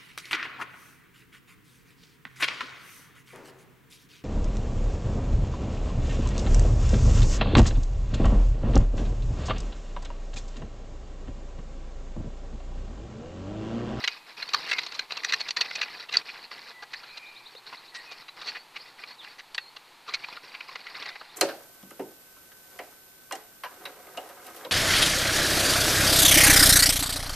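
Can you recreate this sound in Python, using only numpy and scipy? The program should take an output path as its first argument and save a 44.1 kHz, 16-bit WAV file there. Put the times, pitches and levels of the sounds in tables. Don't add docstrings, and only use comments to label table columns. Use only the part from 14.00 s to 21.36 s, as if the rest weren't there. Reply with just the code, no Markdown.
import sys
import numpy as np
from scipy import signal
from scipy.fft import rfft, irfft
from scipy.io import wavfile

SR = 44100
rng = np.random.default_rng(int(sys.argv[2]) if len(sys.argv) > 2 else 0)


def generate_wav(signal):
    frames = np.transpose(np.atleast_2d(signal))
    scaled = np.clip(frames, -1, 1) * 32767
    pcm = np.round(scaled).astype(np.int16)
    wavfile.write(sys.argv[1], SR, pcm)


N = 324576
TIME = np.arange(N) / SR

# t/s, length/s, level on entering/dB, level on leaving/dB
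HOE_STROKES = [(-.02, .2, -43, -52), (.255, .05, -54, -46), (.365, .16, -44, -45.5), (.528, .3, -40.5, -41),
               (.826, .21, -46, -49), (1.091, .4, -47, -44), (1.558, .47, -41.5, -47.5),
               (2.103, .088, -44, -41.5), (2.24, .21, -49, -49), (2.503, .2, -48.5, -47),
               (2.9, .64, -52, -62), (3.654, .21, -49, -57), (3.935, .29, -51, -55), (4.357, .22, -46, -49),
               (4.736, .16, -52.5, -56), (4.973, .14, -51.5, -49), (5.205, .12, -52.5, -53),
               (6.058, .31, -49.5, -46), (6.422, .23, -48.5, -52.5), (6.67, .27, -48, -51),
               (6.932, .175, -42.5, -44), (7.104, .34, -54.5, -57)]
# f/Hz, level/dB
GRIT_SPECTRUM = [(50, -27), (200, -19.5), (500, -4), (1000, 0.5), (2100, 5.5), (3300, -1.5), (4500, 5),
                 (5400, -2.5), (6400, -6.5), (8000, -15.5), (10000, -26), (15000, -50)]
# f/Hz, width/Hz, level/dB
TINE_MODES = [(1160, 110, -3), (1980, 240, -2), (2480, 110, -1), (2760, 90, -1), (3850, 260, -4),
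              (4200, 180, -3), (4450, 150, -3), (5750, 300, -3)]
# f/Hz, level/dB
EARTH_SPECTRUM = [(40, -50), (80, -18), (140, -4), (300, 0), (600, 0), (1000, 5), (2500, -22.5)]
# f/Hz, level/dB
AIR_SPECTRUM = [(20, 0.5), (45, -50), (120, -7), (185, -10.5), (350, -4), (620, -5.5), (900, 3), (1500, -4),
                (2300, -2.5), (3200, -6), (4300, -2.5), (5400, -14.5), (15000, -20.5)]
# t/s, length/s, start f/Hz, end f/Hz, level/dB, optional trill depth/Hz
THRUSH_NOTES = [(0, .19, 2530, 2510, -48.5), (.725, .05, 2220, 2085, -39), (2.71, .18, 2013, 1937, -52),
                (3.04, .43, 2450, 2370, -50.5, 90), (3.92, .11, 1967, 1860, -46.5, 39),
                (4.058, .085, 2560, 2410, -44.5), (6.835, .089, 1970, 1930, -51),
                (7.06, .12, 2066, 1975, -49, 36)]
# t/s, skid length/s, level/dB, knock/dB, scratch/dB, clack f/Hz,
# and for a hard catch a second ring f/Hz
STONE_CATCHES = [(0.038, 0.015, -28.5, -11, -1, 4160, 1930), (0.075, 0.01, -25, -16, 0, 2774, 2160),
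                 (0.42, 0.018, -32.5, -17, -12, 4290), (0.489, 0.007, -36, -11, 0, 3940),
                 (0.533, 0.009, -29, -10, 3, 4390, 1160), (0.54, 0.011, -22.5, -3.5, -2, 1130, 4400),
                 (0.683, 0.027, -39, -11, 3, 2000), (0.712, 0.011, -26, -11, -1.5, 2640, 2000),
                 (0.725, 0.017, -31, -10, 0, 2130), (0.782, 0.014, -29, -10, -0.5, 4040, 2020),
                 (0.831, 0.012, -38, -7, -2, 4310), (0.861, 0.012, -40, -4, 4, 4350),
                 (0.92, 0.006, -37, -10, 3, 3880), (0.941, 0.026, -44, -6, 5, 4130),
                 (0.99, 0.0095, -28.5, -12, -3.5, 4260, 1610), (1.106, 0.008, -32.5, -10, -10, 2620),
                 (1.12, 0.005, -30, -5, 0.5, 4130), (1.169, 0.009, -32, -6.5, 1.5, 2700),
                 (1.233, 0.008, -36.5, -15, -1, 1980), (1.244, 0.008, -27.5, -13, 0.5, 1920, 5820),
                 (1.281, 0.034, -35, -20, -6, 4300), (1.322, 0.006, -26, -16, 1, 4200, 1960),
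                 (1.331, 0.014, -25, -17, 0, 1844, 4220), (1.398, 0.021, -34.5, -7.5, 2, 4390),
                 (1.484, 0.01, -33, -9.5, 4, 2710), (1.505, 0.008, -31.5, -13, 5, 4440),
                 (1.564, 0.015, -30, -9, 1.5, 1840, 4650), (1.607, 0.015, -25.5, -10, 3, 4430, 2550),
                 (1.657, 0.008, -37, -16, -8, 2470), (1.709, 0.008, -35, -12, -7, 2150),
                 (1.752, 0.012, -35, -17, 6.5, 2460), (1.813, 0.008, -27.5, -15, 2.5, 2450, 2010),
                 (1.822, 0.022, -33, -11, -2, 2400), (2.086, 0.016, -40, -8, -7, 2640),
                 (2.121, 0.013, -38, -10, 3, 4180), (2.134, 0.016, -31, -17, 0.5, 3920, 1990),
                 (2.151, 0.012, -30, -17, -5.5, 1740), (2.168, 0.0066, -28.5, -2.5, 6, 4600, 5200),
                 (2.283, 0.02, -41, -15, -7, 2270), (2.512, 0.007, -41, -2.5, -7.5, 2000),
                 (2.821, 0.021, -41.5, 0, -5, 1700), (2.931, 0.018, -36.5, -12, -2, 1795),
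                 (3.029, 0.02, -43, -4.5, -9, 1370), (3.169, 0.017, -42.5, -6.5, 1.5, 4180),
                 (3.548, 0.008, -46, -4, -5, 530), (3.724, 0.018, -42, -3, -15, 1005),
                 (3.942, 0.034, -46, -5, 6, 1920), (4.107, 0.028, -45, -3, 2, 3800),
                 (4.28, 0.018, -43, -7, -4, 4000), (4.412, 0.016, -41, -8, 0.5, 3830),
                 (4.456, 0.058, -38.5, -12, -4, 4490), (4.547, 0.027, -40, -11, -22, 1940),
                 (4.758, 0.02, -39, -8, -6, 2240), (5.035, 0.0083, -39, -7, -21, 2240),
                 (5.243, 0.007, -40.5, -9, -8, 2750), (5.381, 0.032, -47.5, -10, -1.5, 1960),
                 (5.544, 0.011, -37, -12, -1, 4540), (5.578, 0.009, -28, -12.5, -5, 1900, 2590),
                 (5.761, 0.014, -42, -5, -2.5, 2766), (6.073, 0.035, -41, -4.5, -3, 1130),
                 (6.134, 0.023, -33, -12, 3.5, 4260, 2200), (6.234, 0.019, -38, -10.5, -13, 2360),
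                 (6.281, 0.013, -43, -1, -5, 950), (6.364, 0.011, -37, -8, -18, 1410),
                 (6.539, 0.024, -41.5, -8.5, -8.5, 2320), (6.603, 0.012, -39, -10, -10, 2270),
                 (6.687, 0.012, -43, -3, -7, 1090), (6.753, 0.013, -38, -2, -5, 2010),
                 (6.864, 0.013, -41, -9, -7, 2060), (7.021, 0.013, -37, -8, -9, 3830),
                 (7.056, 0.012, -39, -7, -2, 1980), (7.153, 0.014, -42, -2.5, -11.5, 2010),
                 (7.21, 0.012, -43, 3, -25, 1210)]
# t/s, length/s, level/dB
SAND_SLIDES = [(.683, .055, -56), (3.935, .075, -60.5), (5.543, .014, -51)]
# low f/Hz, high f/Hz
SAND_BAND = [7400, 9200]
# t/s, level/dB, f/Hz, rise/s
HARD_STRIKE = (2.1692, -7, 4520, .0014)
# t/s, length/s, start f/Hz, end f/Hz, level/dB
WARBLER_NOTES = [(2.953, .025, 3700, 5100, -45), (3.097, .024, 3700, 4400, -45),
                 (4.588, .036, 4200, 4700, -52), (4.796, .028, 3900, 5200, -48),
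                 (5.074, .024, 4500, 4080, -45), (5.105, .032, 4150, 4550, -49),
                 (5.178, .055, 4150, 2850, -51.5), (5.265, .07, 4540, 4600, -54),
                 (5.585, .076, 4520, 4120, -51), (5.655, .044, 4140, 4380, -49),
                 (7.194, .02, 3550, 5000, -51), (7.282, .034, 3250, 4100, -53)]

KNOCK_HZ, SCRATCH_HZ = 1300, 3300


def undb(db):
    return 10 ** (np.asarray(db) / 20)


def unit(x):
    return x / np.sqrt(np.mean(x ** 2))


def convolve(x, response):
    return signal.fftconvolve(x, response)[:len(x)]


def band(x, hz, kind, order=3):
    return signal.sosfilt(signal.butter(order, hz, kind, fs=SR, output="sos"), x)


def colour(points, size=4096):
    hz, db = np.transpose(points)
    bin_hz = np.maximum(np.arange(size // 2 + 1), 1) * SR / size
    gain = undb(np.interp(np.log(bin_hz), np.log(hz), db))
    cepstrum = irfft(np.log(gain))
    fold = np.r_[1, np.full(size // 2 - 1, 2), 1, np.zeros(size // 2 - 1)]
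    return irfft(np.exp(rfft(cepstrum * fold)))


def wander(rate_hz):
    steps = rng.standard_normal(N // 32)
    return np.interp(TIME * rate_hz, np.arange(len(steps)), steps)


def grains(samples, per_s, spread_db):
    hit = rng.random(samples) < per_s / SR
    strength = undb(spread_db * np.minimum(rng.exponential(size=samples), 3.5))
    return hit * strength * rng.choice([-1, 1], samples)


def ring(hz, width_hz, size=4096):
    t = TIME[:size]
    return 2 * np.pi * width_hz / SR * np.exp(-np.pi * width_hz * t) * np.cos(2 * np.pi * hz * t)


def drag(bite_s=.016, crumble_s=.022):
    out = np.zeros(N)
    for start, length, enter_db, leave_db in HOE_STROKES:
        t = TIME - start
        bite = np.clip(t / bite_s, 0, 1)
        crumble = np.exp(-np.maximum(t - length, 0) / crumble_s)
        level_db = enter_db + (leave_db - enter_db) * np.clip(t / length, 0, 1)
        out = np.maximum(out, bite * crumble * undb(level_db))
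    return out


def crumbs(hits, low_hz=500, high_hz=5600, width_hz=170, size=512):
    at = np.flatnonzero(hits)
    pitch, damping = rng.random((len(hits), 2))[at].T[:, :, None]
    t = TIME[:size]
    hz = low_hz + (high_hz - low_hz) * pitch
    clinks = np.exp(-np.pi * width_hz * (.5 + damping) * t) * np.sin(2 * np.pi * hz * t)
    clinks *= hits[at, None] / np.linalg.norm(clinks, axis=1, keepdims=True)
    positions = at[:, None] + np.arange(size)
    return np.bincount(positions.ravel(), clinks.ravel(), len(hits))[:len(hits)]


def tine_contact(spread_db, detune, ring_db):
    chance = rng.standard_normal((len(TINE_MODES), 2))
    modes = sum(undb(db + spread_db * louder) * ring(hz * (1 + detune * sharper), width)
                for (hz, width, db), (louder, sharper) in zip(TINE_MODES, chance))
    crack = colour(GRIT_SPECTRUM)
    return crack + undb(ring_db) * convolve(crack, modes)


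def soil(crunch_db=2.3, earth_db=-9, sand_db=-7, tines=4, dulling_db_per_s=.45):
    jolt_db = 2.3 * wander(55)
    furrows = 0
    for _ in range(tines):
        hold = undb(3.1 * wander(70) + jolt_db)
        crumb_clinks = crumbs(grains(N, per_s=400, spread_db=1.7) * hold)
        sand = grains(N, per_s=1200, spread_db=.5) * hold
        tine = tine_contact(spread_db=2, detune=.025, ring_db=-4)
        furrows += convolve(unit(crumb_clinks) + undb(sand_db) * unit(sand), tine)
    coarse = band(unit(furrows), SCRATCH_HZ, "low")
    fine = band(unit(furrows), SCRATCH_HZ, "high")
    tilt_db = 1.3 * wander(60)
    treble_db = 1.2 - dulling_db_per_s * TIME
    crunch = undb(-tilt_db) * coarse + undb(tilt_db + treble_db) * fine
    thuds = grains(N, per_s=700, spread_db=1.76) * undb(jolt_db)
    clods = convolve(thuds, colour(EARTH_SPECTRUM))
    return drag() * (undb(crunch_db) * crunch + undb(earth_db) * unit(clods))


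def garden_echoes(x, t60_s, wet_db):
    t = TIME[:SR]
    build_up = 1 - np.exp(-t / .006)
    tail = rng.standard_normal(SR) * undb(-60 * t / t60_s) * build_up
    return undb(wet_db) * convolve(x, tail / np.linalg.norm(tail))


def air(level_db=-54):
    return undb(level_db) * unit(convolve(rng.standard_normal(N), colour(AIR_SPECTRUM)))


def birdsong(notes, waver, trill_hz=62, flutter_db=2.6):
    out = np.zeros(N)
    drift = 1 + waver * wander(150)
    for start, length, start_hz, end_hz, db, *trill_depth in notes:
        now = (TIME >= start) & (TIME < start + length)
        t = TIME[now] - start
        glide_hz = start_hz + (end_hz - start_hz) * t / length
        hz = glide_hz * drift[now] + sum(trill_depth) * np.sin(2 * np.pi * trill_hz * t)
        swell = 2 * np.sqrt(np.sin(np.pi * t / length).clip(0))
        out[now] += undb(db) * swell * np.sin(2 * np.pi * np.cumsum(hz) / SR)
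    return out * undb(flutter_db * wander(60))


def thrush(trim_db=-5):
    song = undb(trim_db) * birdsong(THRUSH_NOTES, waver=.008)
    return song + garden_echoes(song, t60_s=.72, wet_db=-8.5)


def skid(slips, knock_db, scratch_db):
    scrape = convolve(slips, tine_contact(spread_db=4, detune=.02, ring_db=0))
    knock = unit(band(scrape, KNOCK_HZ, "low"))
    middle = unit(band(scrape, [KNOCK_HZ, SCRATCH_HZ], "band"))
    scratch = unit(band(scrape, SCRATCH_HZ, "high", order=5))
    return undb(knock_db + 1.5) * knock + middle + undb(scratch_db - 1.2) * scratch


def clack(slips, hz, width_hz=105):
    ringing = convolve(slips, ring(hz, width_hz))
    return unit(band(ringing, [hz / 2, 1.65 * hz], "band"))


def stones(skid_db=-3, clack_dbs=(-2.5, -4), trickle_db=-17, trickle_s=.012, middling_db=-35, size=4096):
    out, t = np.zeros(N + size), TIME[:size]
    trickle = undb(trickle_db) * np.exp(-t / trickle_s)
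    for start, length, db, knock_db, scratch_db, *pitches in STONE_CATCHES:
        pressure = np.sin(np.pi * np.minimum(t / length, 1)).clip(0)
        slips = grains(size, per_s=2300, spread_db=2.6) * (pressure + trickle)
        slips[int(.4 * length * SR)] += 1
        burst = undb(skid_db) * skid(slips, knock_db, scratch_db)
        burst += sum(undb(ring_db) * clack(slips, hz) for ring_db, hz in zip(clack_dbs, pitches))
        snap_db = -29 + .55 * (db - middling_db)
        burst += undb(snap_db) * unit(band(slips, SCRATCH_HZ, "high"))
        at = int(start * SR)
        out[at:at + size] += undb(db) * np.sqrt(length * SR / size) * burst
    return out[:N]


def sand_sizzle():
    swell = sum(undb(db) * np.sin(np.pi * np.clip((TIME - start) / length, 0, 1))
                for start, length, db in SAND_SLIDES)
    return swell * unit(band(rng.standard_normal(N), SAND_BAND, "band"))


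def tine_clink():
    start, db, hz, rise_s = HARD_STRIKE
    t = np.maximum(TIME - start, 0)
    envelope = (t / rise_s * np.exp(1 - t / rise_s)) ** 2
    return undb(db) * envelope * np.sin(2 * np.pi * hz * t)


def warbler_run(start_s=3.255, period_s=.0985, slowing_s=.00085, from_hz=3400, to_hz=4400, count=8):
    note = np.arange(count)
    starts = start_s + note * (period_s + note * slowing_s)
    lengths = .025 * rng.uniform(.7, 1.3, count)
    climb_hz = 45 * note
    levels_db = -49.5 + 5 * np.sin(np.pi * note / (count - 1))
    return list(zip(starts, lengths, from_hz + climb_hz, to_hz + climb_hz, levels_db))


def warbler(trim_db=-4.5, echo_s=.023, echo_db=-8):
    song = undb(trim_db) * birdsong(WARBLER_NOTES + warbler_run(), waver=.009)
    wall_echo = undb(echo_db) * np.interp(TIME - echo_s, TIME, song)
    return song + wall_echo + garden_echoes(song, t60_s=.08, wet_db=-7)


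def scene():
    hoe = stones() + soil() + sand_sizzle() + tine_clink()
    mono = hoe + garden_echoes(hoe, t60_s=.032, wet_db=-12) + air() + thrush() + warbler()
    return np.array([mono, mono])


def record(dry, top_hz=14650):
    return signal.sosfilt(signal.ellip(10, .2, 70, top_hz, fs=SR, output="sos"), dry)


dry = scene()
out = record(dry)
generate_wav(out)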